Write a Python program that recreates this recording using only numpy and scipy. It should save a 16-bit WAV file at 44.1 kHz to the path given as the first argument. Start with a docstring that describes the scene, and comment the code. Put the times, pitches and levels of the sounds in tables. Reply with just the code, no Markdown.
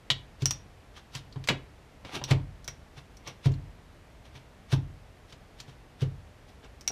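"""Gear lever in a bare car body

A gear lever is worked through its gate in a stripped car body that stands, engine off, in a workshop.
Friction sounds as the rod slides in its bushes; loose joints click and the lever clacks on its stops.
Each gear goes home with a thud that excites the modes of the bare floor pan and sets it booming."""
import sys
import numpy as np
from scipy import signal
from scipy.fft import rfft, irfft
from scipy.io import wavfile

SR = 44100
rng = np.random.default_rng(int(sys.argv[2]) if len(sys.argv) > 2 else 0)


def inscribe(sig):
    """Save sig as 16-bit PCM at rate SR to the path in sys.argv[1].

    A 1-D sig is mono; a 2-D sig holds one channel per row.
    Samples are clipped to [-1, 1] before scaling.
    """
    pcm = np.round(np.clip(np.atleast_2d(sig).T, -1, 1) * 32767)
    wavfile.write(sys.argv[1], SR, pcm.astype(np.int16))


N = 305127
AGE = np.arange(SR) / SR   # seconds since a contact


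def from_db(db):
    """Amplitude ratio of a level in decibels."""
    return 10 ** (np.asarray(db) / 20)


def at_hz(points, hz):
    """Interpolation on a logarithmic frequency axis."""
    known_hz, values = np.transpose(points)
    return np.interp(np.log(np.maximum(hz, 1)), np.log(known_hz), values)


def decay(t60):
    """Exponential damping: 60 dB are lost in t60 seconds."""
    return np.exp(-np.log(1000) * AGE / max(t60, 1e-3))


def noise(colour, size, tilt=0, peak_hz=1000, peak_db=0, octaves=0.31):
    """Spectral shaping: noise of rms 1 with a colour, a tilt in dB/octave and one broad resonance."""
    hz = np.maximum(np.fft.rfftfreq(size, 1 / SR), 1)
    slope = tilt * np.log2(np.maximum(hz, 300))
    resonance = peak_db / (1 + (np.log2(hz / peak_hz) / octaves) ** 2)
    bass_rolloff = np.minimum(hz / colour[0][0], 1) ** 2
    gain = from_db(at_hz(colour, hz) + slope + resonance) * bass_rolloff
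    x = irfft(rfft(rng.standard_normal(size)) * gain, size)
    return x / x.std()


def add(track, s, sound):
    """Superposition: a sound joins the track at s seconds."""
    start = max(round(s * SR), 0)
    track[start:start + len(sound)] += sound[:max(N - start, 0)]


def ring(modes, sign=1):
    """Free vibration of steel: each blow shares its energy among the modes a little differently."""
    scatter_db = rng.normal(0, 1, len(modes))
    return sum(sign ** k * from_db(db + scatter_db[k]) * decay(t60) * np.sin(2 * np.pi * hz * AGE)
               for k, (hz, db, t60) in enumerate(modes))


# Spectral density of the background: f/Hz, level/dB
HUSH_SPECTRUM = [(12, -53.5), (20, -11.5), (53, -0.5), (110, -7), (163, -11.5), (248, -14.5), (285, -14),
                 (319, -17), (485, -16.5), (527, -19.5), (607, -17), (1370, -25), (1910, -25),
                 (13200, -46.5), (16000, -68)]

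def workshop_hush():
    """Stationary random noise, strongest in the bass."""
    return from_db(-53) * noise(HUSH_SPECTRUM, N)


# Reverberation time of the workshop: f/Hz, T60/s
REVERB_TIMES = [(150, .4), (600, .36), (2500, .29), (4200, .23), (6000, .21), (14000, .13)]

def workshop_reverb(x, build_s):
    """Reverberation: a diffuse field of reflections builds up and dies away, the treble first."""
    edges = np.geomspace(100, 16000, 9)
    tail = 0
    for low, high in zip(edges, edges[1:]):
        bandpass = signal.butter(2, [low, high], "band", fs=SR, output="sos")
        band = signal.sosfilt(bandpass, rng.standard_normal(SR))
        tail += band * decay(at_hz(REVERB_TIMES, np.sqrt(low * high)))
    tail *= 1 - np.exp(-AGE / build_s)
    return signal.fftconvolve(x, tail / np.linalg.norm(tail))[:N]


# Bending modes of the rod: f/Hz, level/dB, T60/s
ROD_MODES = [(2280, -16, .12), (2450, -17, .12), (2945, 2, .09), (3165, -3, .09), (3245, -4, .08),
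             (3425, -6, .1), (3660, -7, .06), (3838, -1, .07), (4151, -10, .05), (4640, -9, .06),
             (5927, -20, .04), (6648, -14, .05), (7600, -19, .04)]

def rod_ring():
    """Bending vibration of a long rod: successive modes alternate in sign."""
    return ring(ROD_MODES, sign=-1)


def stick_slip(slips_per_s, grain_db=2.0):
    """Stick-slip friction: tiny uneven slips modulate the amplitude of the rubbing."""
    return from_db(grain_db * np.interp(AGE * slips_per_s, np.arange(SR), rng.standard_normal(SR)))


# Spectral density of the rubbing: f/Hz, level/dB
FRICTION_SPECTRUM = [(120, -5), (400, -6), (900, -1.5), (1500, -3.5), (2300, -3), (3400, 0.5), (4800, -6.5),
                     (5900, -6), (7200, -16.5), (10000, -18), (15000, -29.5)]
# Short moves through the bushes, at greatest speed: t/s, level/dB, tilt/(dB/octave)
SHORT_MOVES = [(0.972, -48, -0.5), (1.157, -38.5, 1.5), (2.29, -41, -2), (2.98, -48.5, -1),
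               (3.279, -39, -2.5), (4.26, -55, -.5), (4.36, -49, -1), (5.304, -56, 3), (5.602, -50, 1),
               (5.691, -52.5, 0), (6.49, -59.5, 2), (6.643, -49, -5.5)]
SLIDE_SWELL_S, SLIDE_FADE_S = .012, .019

def rod_slides(gear_moves):
    """Sliding friction: the noise follows the rod's speed and faintly excites its bending modes."""
    moves = [(s, db, SLIDE_SWELL_S, SLIDE_FADE_S, tilt) for s, db, tilt in SHORT_MOVES]
    out = np.zeros(N)
    t = AGE - .5   # seconds from the greatest speed
    for s, db, swell_s, fade_s, tilt in moves + gear_moves:
        speed = np.exp(-np.maximum(-t / swell_s, t / fade_s))
        slips = stick_slip(slips_per_s=600)
        rub = noise(FRICTION_SPECTRUM, SR, tilt) * speed * slips / np.sqrt(np.mean(slips ** 2))
        out += from_db(db) * np.interp(np.arange(N) / SR, s + t, rub, left=0, right=0)
    rod = rod_ring()
    singing = signal.fftconvolve(out, rod / np.linalg.norm(rod))[:N]
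    return out + from_db(-28) * singing


# Envelope of one long pull across the gate: t/s, level/dB
DRAG_ENVELOPE = [(2.035, -64), (2.041, -68), (2.049, -46), (2.109, -47.5), (2.157, -36.5), (2.205, -50)]

def rod_drag():
    """Sustained friction: a dull rasp grows with speed, a brighter scrape with its square."""
    times, db = np.transpose(DRAG_ENVELOPE)
    t = times[0] + AGE
    fade = np.exp(-np.maximum(t - times[-1], 0) / SLIDE_FADE_S)
    speed = from_db(np.interp(t, times, db - db.max())) * fade
    slips = stick_slip(slips_per_s=400)
    rasp = from_db(-3) * speed * noise(FRICTION_SPECTRUM, SR, tilt=-5, peak_hz=2500, peak_db=5)
    scrape = from_db(.5) * speed ** 2 * noise(FRICTION_SPECTRUM, SR)
    out = np.zeros(N)
    add(out, times[0], from_db(db.max()) * slips * (rasp + scrape))
    return out


# Modes of a small steel joint: f/Hz, level/dB, T60/s
JOINT_MODES = [(3530, -17, .05), (5378, -11, .04), (5630, -3, .055), (5743, 0, .065), (5885, -3, .055),
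               (6200, -13, .04), (7494, -20, .04), (12250, -30, .04), (13300, -27, .04), (13600, -26, .04),
               (14250, -27, .04)]
# Spectral density of a snap: f/Hz, level/dB
SNAP_SPECTRUM = [(200, -20), (700, -10), (2000, -4), (3500, -2), (4600, -3), (5250, 1), (5750, 9),
                 (6700, -6), (9000, -10), (12000, -17), (14000, -15), (16000, -35)]
# Snaps of the joint: t/s, level/dB, ring level/dB
JOINT_SNAPS = [(0.4572, -25, -22), (0.5085, -27, -28.5), (2.2398, -36, -37), (2.6443, -46, -69),
               (2.678, -34, -34), (3.1697, -50.5, -66), (3.2753, -50, -39), (3.282, -47.5, -46),
               (6.8102, -45.5, -68), (6.8772, -27, -23)]

def joint_clicks(bounce_s=.0045, bounce_db=-7, firm_db=-34):
    """Backlash: a loose joint snaps across its play, bounces once and rings high."""
    envelope = decay(.02) + from_db(-11) * decay(.08)
    out = np.zeros(N)
    for s, db, ring_db in JOINT_SNAPS:
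        tilt = .06 * (firm_db - db)   # dB/octave; weaker snaps are thinner
        for lag_s, gain_db in [(0, 0), (bounce_s, bounce_db)]:
            snap = from_db(db + gain_db) * noise(SNAP_SPECTRUM, SR, tilt) * envelope
            add(out, s + lag_s, snap + from_db(ring_db + 2 * gain_db) * ring(JOINT_MODES))
    return out


MID_PART_HZ, SOFT_CUTOFF_HZ = 2960, 420   # resonance of a middle-sized part; bandwidth of a light push
ROD_RING_DB = -15.5   # relative to a tap or knock

def tap(s, db, part_hz, part_db):
    """Size scaling: the smaller the struck part, the brighter and shorter its sound."""
    octaves = np.log2(part_hz / MID_PART_HZ)
    tilt, t60 = 3.4 * octaves, .08 * .79 ** octaves
    return s, db, tilt, t60, part_hz, part_db, db + ROD_RING_DB


# Parts of the linkage tap each other: t/s, level/dB, resonance f/Hz, resonance height/dB
LINKAGE_TAPS = [(0.4204, -42, 5900, 5), (0.975, -53, 1100, 9), (1.1509, -38, 5170, 7),
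                (1.325, -51.5, 4500, 20), (1.44, -45, 3560, 2), (1.474, -35.5, 6000, -3),
                (1.499, -28.5, 330, -2), (2.0491, -44.5, 1300, -2), (2.163, -39, 700, 4),
                (2.2152, -38.5, 940, 13), (2.239, -36, 3800, 21), (2.679, -39.5, 1950, 9),
                (3.518, -53.5, 5800, 6), (3.539, -53.5, 4000, 6), (4.354, -58, 2270, 22),
                (5.324, -47.5, 3200, 6), (5.6013, -43, 5400, 1), (6.6444, -55.5, 2980, 3),
                (6.9025, -41.5, 760, 11)]

def linkage_taps(boom_db=8.5, boom_db_per_octave=-1.6):
    """Structure-borne sound: each tap also pushes on the floor pan, a smaller part more weakly."""
    contacts = [tap(*row) for row in LINKAGE_TAPS]
    pushes = [(s, db + boom_db + boom_db_per_octave * np.log2(hz / MID_PART_HZ), SOFT_CUTOFF_HZ)
              for s, db, hz, _ in LINKAGE_TAPS]
    return contacts, pushes


# The lever leans on the side of the gate: t/s, boom level/dB
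GATE_BUMPS = [(1.15, -25), (1.359, -16), (2.97, -29.5), (3.273, -31), (4.352, -32), (5.679, -28.5)]

def gate_bumps():
    """Soft impact: a low-frequency push on the floor pan, with only a faint, dull tap."""
    contacts = [tap(s, db - 29, part_hz=890, part_db=13) for s, db in GATE_BUMPS]
    pushes = [(s, db, SOFT_CUTOFF_HZ) for s, db in GATE_BUMPS]
    return contacts, pushes


# The lever hits a hard stop: t/s, level/dB, T60/s, resonance f/Hz, resonance height/dB,
# dulling per rebound/(dB/octave), rod ring level/dB, boom level/dB
HARD_STOPS = [(0.1021, -18.5, 0.021, 3500, 14.5, 0.1, -24.5, -18),
              (1.4868, -21.5, 0.056, 2220, 11, 1.4, -29, -22.5),
              (2.3099, -26.5, 0.038, 2470, 6, 1.3, -44, -30)]

def stop_chatter(first_gap_s=.0026, boom_lag_s=.0041, cutoff_hz=1495):
    """Inelastic rebound: each contact is weaker and duller than the last, and dies more slowly."""
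    contacts, pushes = [], []
    for s, db, t60, stop_hz, stop_db, dulling, ring_db, boom_db in HARD_STOPS:
        pushes.append((s + boom_lag_s, boom_db, cutoff_hz))
        for k in range(4):
            loss_db, tilt = 3 * k, .5 - dulling * k
            contacts.append((s, db - loss_db, tilt, t60 * 1.39 ** k,
                             stop_hz, stop_db, ring_db - 2 * loss_db))
            s += first_gap_s * 1.6 ** k
    return contacts, pushes


# A gear goes home: t/s, boom level/dB, contact cut-off f/Hz, rubbing level/dB, knock level/dB,
# knock resonance f/Hz
GEAR_SHIFTS = [(0.4212, -9, 506, -43, -50, 420), (2.3087, 0, 1170, -34.5, -35, 573),
               (3.4579, 0, 785, -37, -37, 422), (4.7268, -2, 480, -33, -38, 840),
               (6.0182, -5, 214, -41.5, -36, 420)]
KNOCK_LAG_S, KNOCK_T60_S, KNOCK_PEAK_DB = .006, .15, 15.5

def gear_seating(fastest_s=.002, swell_s=.0105, fade_s=.013, rub_tilt=.3, knock_tilt=-5):
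    """Cushioned impact: the rod slides home, pushes on the pan, and the selector seats with a knock."""
    contacts, pushes, moves = [], [], []
    for s, boom_db, cutoff_hz, rub_db, knock_db, knock_hz in GEAR_SHIFTS:
        pushes.append((s, boom_db, cutoff_hz))
        moves.append((s + fastest_s, rub_db, swell_s, fade_s, rub_tilt))
        contacts.append((s + KNOCK_LAG_S, knock_db, knock_tilt, KNOCK_T60_S,
                         knock_hz, KNOCK_PEAK_DB, knock_db + ROD_RING_DB))
    return contacts, pushes, moves


# Spectral density of a clack: f/Hz, level/dB
CLACK_SPECTRUM = [(90, -12), (250, -2.5), (600, -1.5), (1100, -1), (1500, -1.5), (2200, -2), (3700, -3),
                  (4800, -4), (6500, -10), (7600, -10), (8800, -21.5), (11000, -23), (14500, -30.5),
                  (16000, -43)]

def lever_clacks(contacts, rise_s=.00015):
    """Impact of steel on steel: a crack, the struck part's dense modes and the rod's clearer ring."""
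    crack = from_db(-5) * decay(.02)
    attack = 1 - np.exp(-AGE / rise_s)
    out = np.zeros(N)
    for s, db, tilt, t60, part_hz, part_db, ring_db in contacts:
        envelope = (decay(t60) + crack) * attack
        clack = from_db(db) * envelope * noise(CLACK_SPECTRUM, SR, tilt, part_hz, part_db)
        add(out, s, clack + from_db(ring_db) * rod_ring())
    return out


# Lowest modes of the floor pan: f/Hz, level/dB, T60/s, polarity
PAN_MODES = [(43.3, -35, 0.96, 1), (54.3, -40.5, 1.0, -1), (80.1, -32.5, 0.75, 1), (97.6, -24, 0.47, 1),
             (105.4, -41, 0.99, -1), (133.5, -13, 0.29, -1), (148, -54, 1.14, 1), (149, -32, 0.63, -1),
             (163.6, -19.5, 0.12, 1), (170.2, -39, .6, -1), (246.2, -41, 0.44, 1), (273.2, -36.5, 0.4, -1),
             (298, -37, 0.4, 1), (323.6, -45.5, 0.34, -1), (415, -31, 0.19, -1)]
# Spectral density of its higher modes, too close to tell apart: f/Hz, level/dB
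DENSE_MODE_SPECTRUM = [(200, -8), (280, 3), (410, 2.5), (470, -13), (550, -7.5), (690, 0.5), (790, -23),
                       (890, -2.5), (1100, -6.5), (2500, -45), (6000, -72)]

def floor_pan(pushes):
    """Plate vibration: the contact acts as a low-pass filter, so a softer push gives a duller boom."""
    low_modes = sum(np.sign(polarity) * from_db(db) * decay(t60) * np.sin(2 * np.pi * hz * AGE)
                    for hz, db, t60, polarity in PAN_MODES)
    out = np.zeros(N)
    for s, db, cutoff_hz in pushes:
        dense_modes = from_db(-33.5) * noise(DENSE_MODE_SPECTRUM, SR) * decay(.26)
        cushion = signal.butter(2, cutoff_hz, fs=SR, output="sos")
        add(out, s, from_db(db) * signal.sosfilt(cushion, low_modes + dense_modes))
    return out


def scene():
    """Superposition of the floor pan, the linkage, its reflections and the hush of the workshop."""
    taps, tap_pushes = linkage_taps()
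    bumps, bump_pushes = gate_bumps()
    stops, stop_pushes = stop_chatter()
    knocks, gear_pushes, gear_moves = gear_seating()
    clacks = lever_clacks(stops + knocks + taps + bumps)
    clicks = joint_clicks()
    slides = rod_slides(gear_moves) + rod_drag()
    into_room = from_db(-15.5) * clacks + from_db(-12) * clicks + from_db(-13.5) * slides
    room = workshop_reverb(into_room, build_s=.0021)
    hush = workshop_hush()
    boom = floor_pan(gear_pushes + stop_pushes + bump_pushes + tap_pushes)
    return (hush + room + slides + clicks + clacks + boom)[None]


def record(dry, cutoff_hz=15100):
    """Band limiting: a steep low-pass filter removes the highest treble."""
    return signal.sosfilt(signal.ellip(10, .1, 80, cutoff_hz, fs=SR, output="sos"), dry)


dry = scene()
out = record(dry)
inscribe(out)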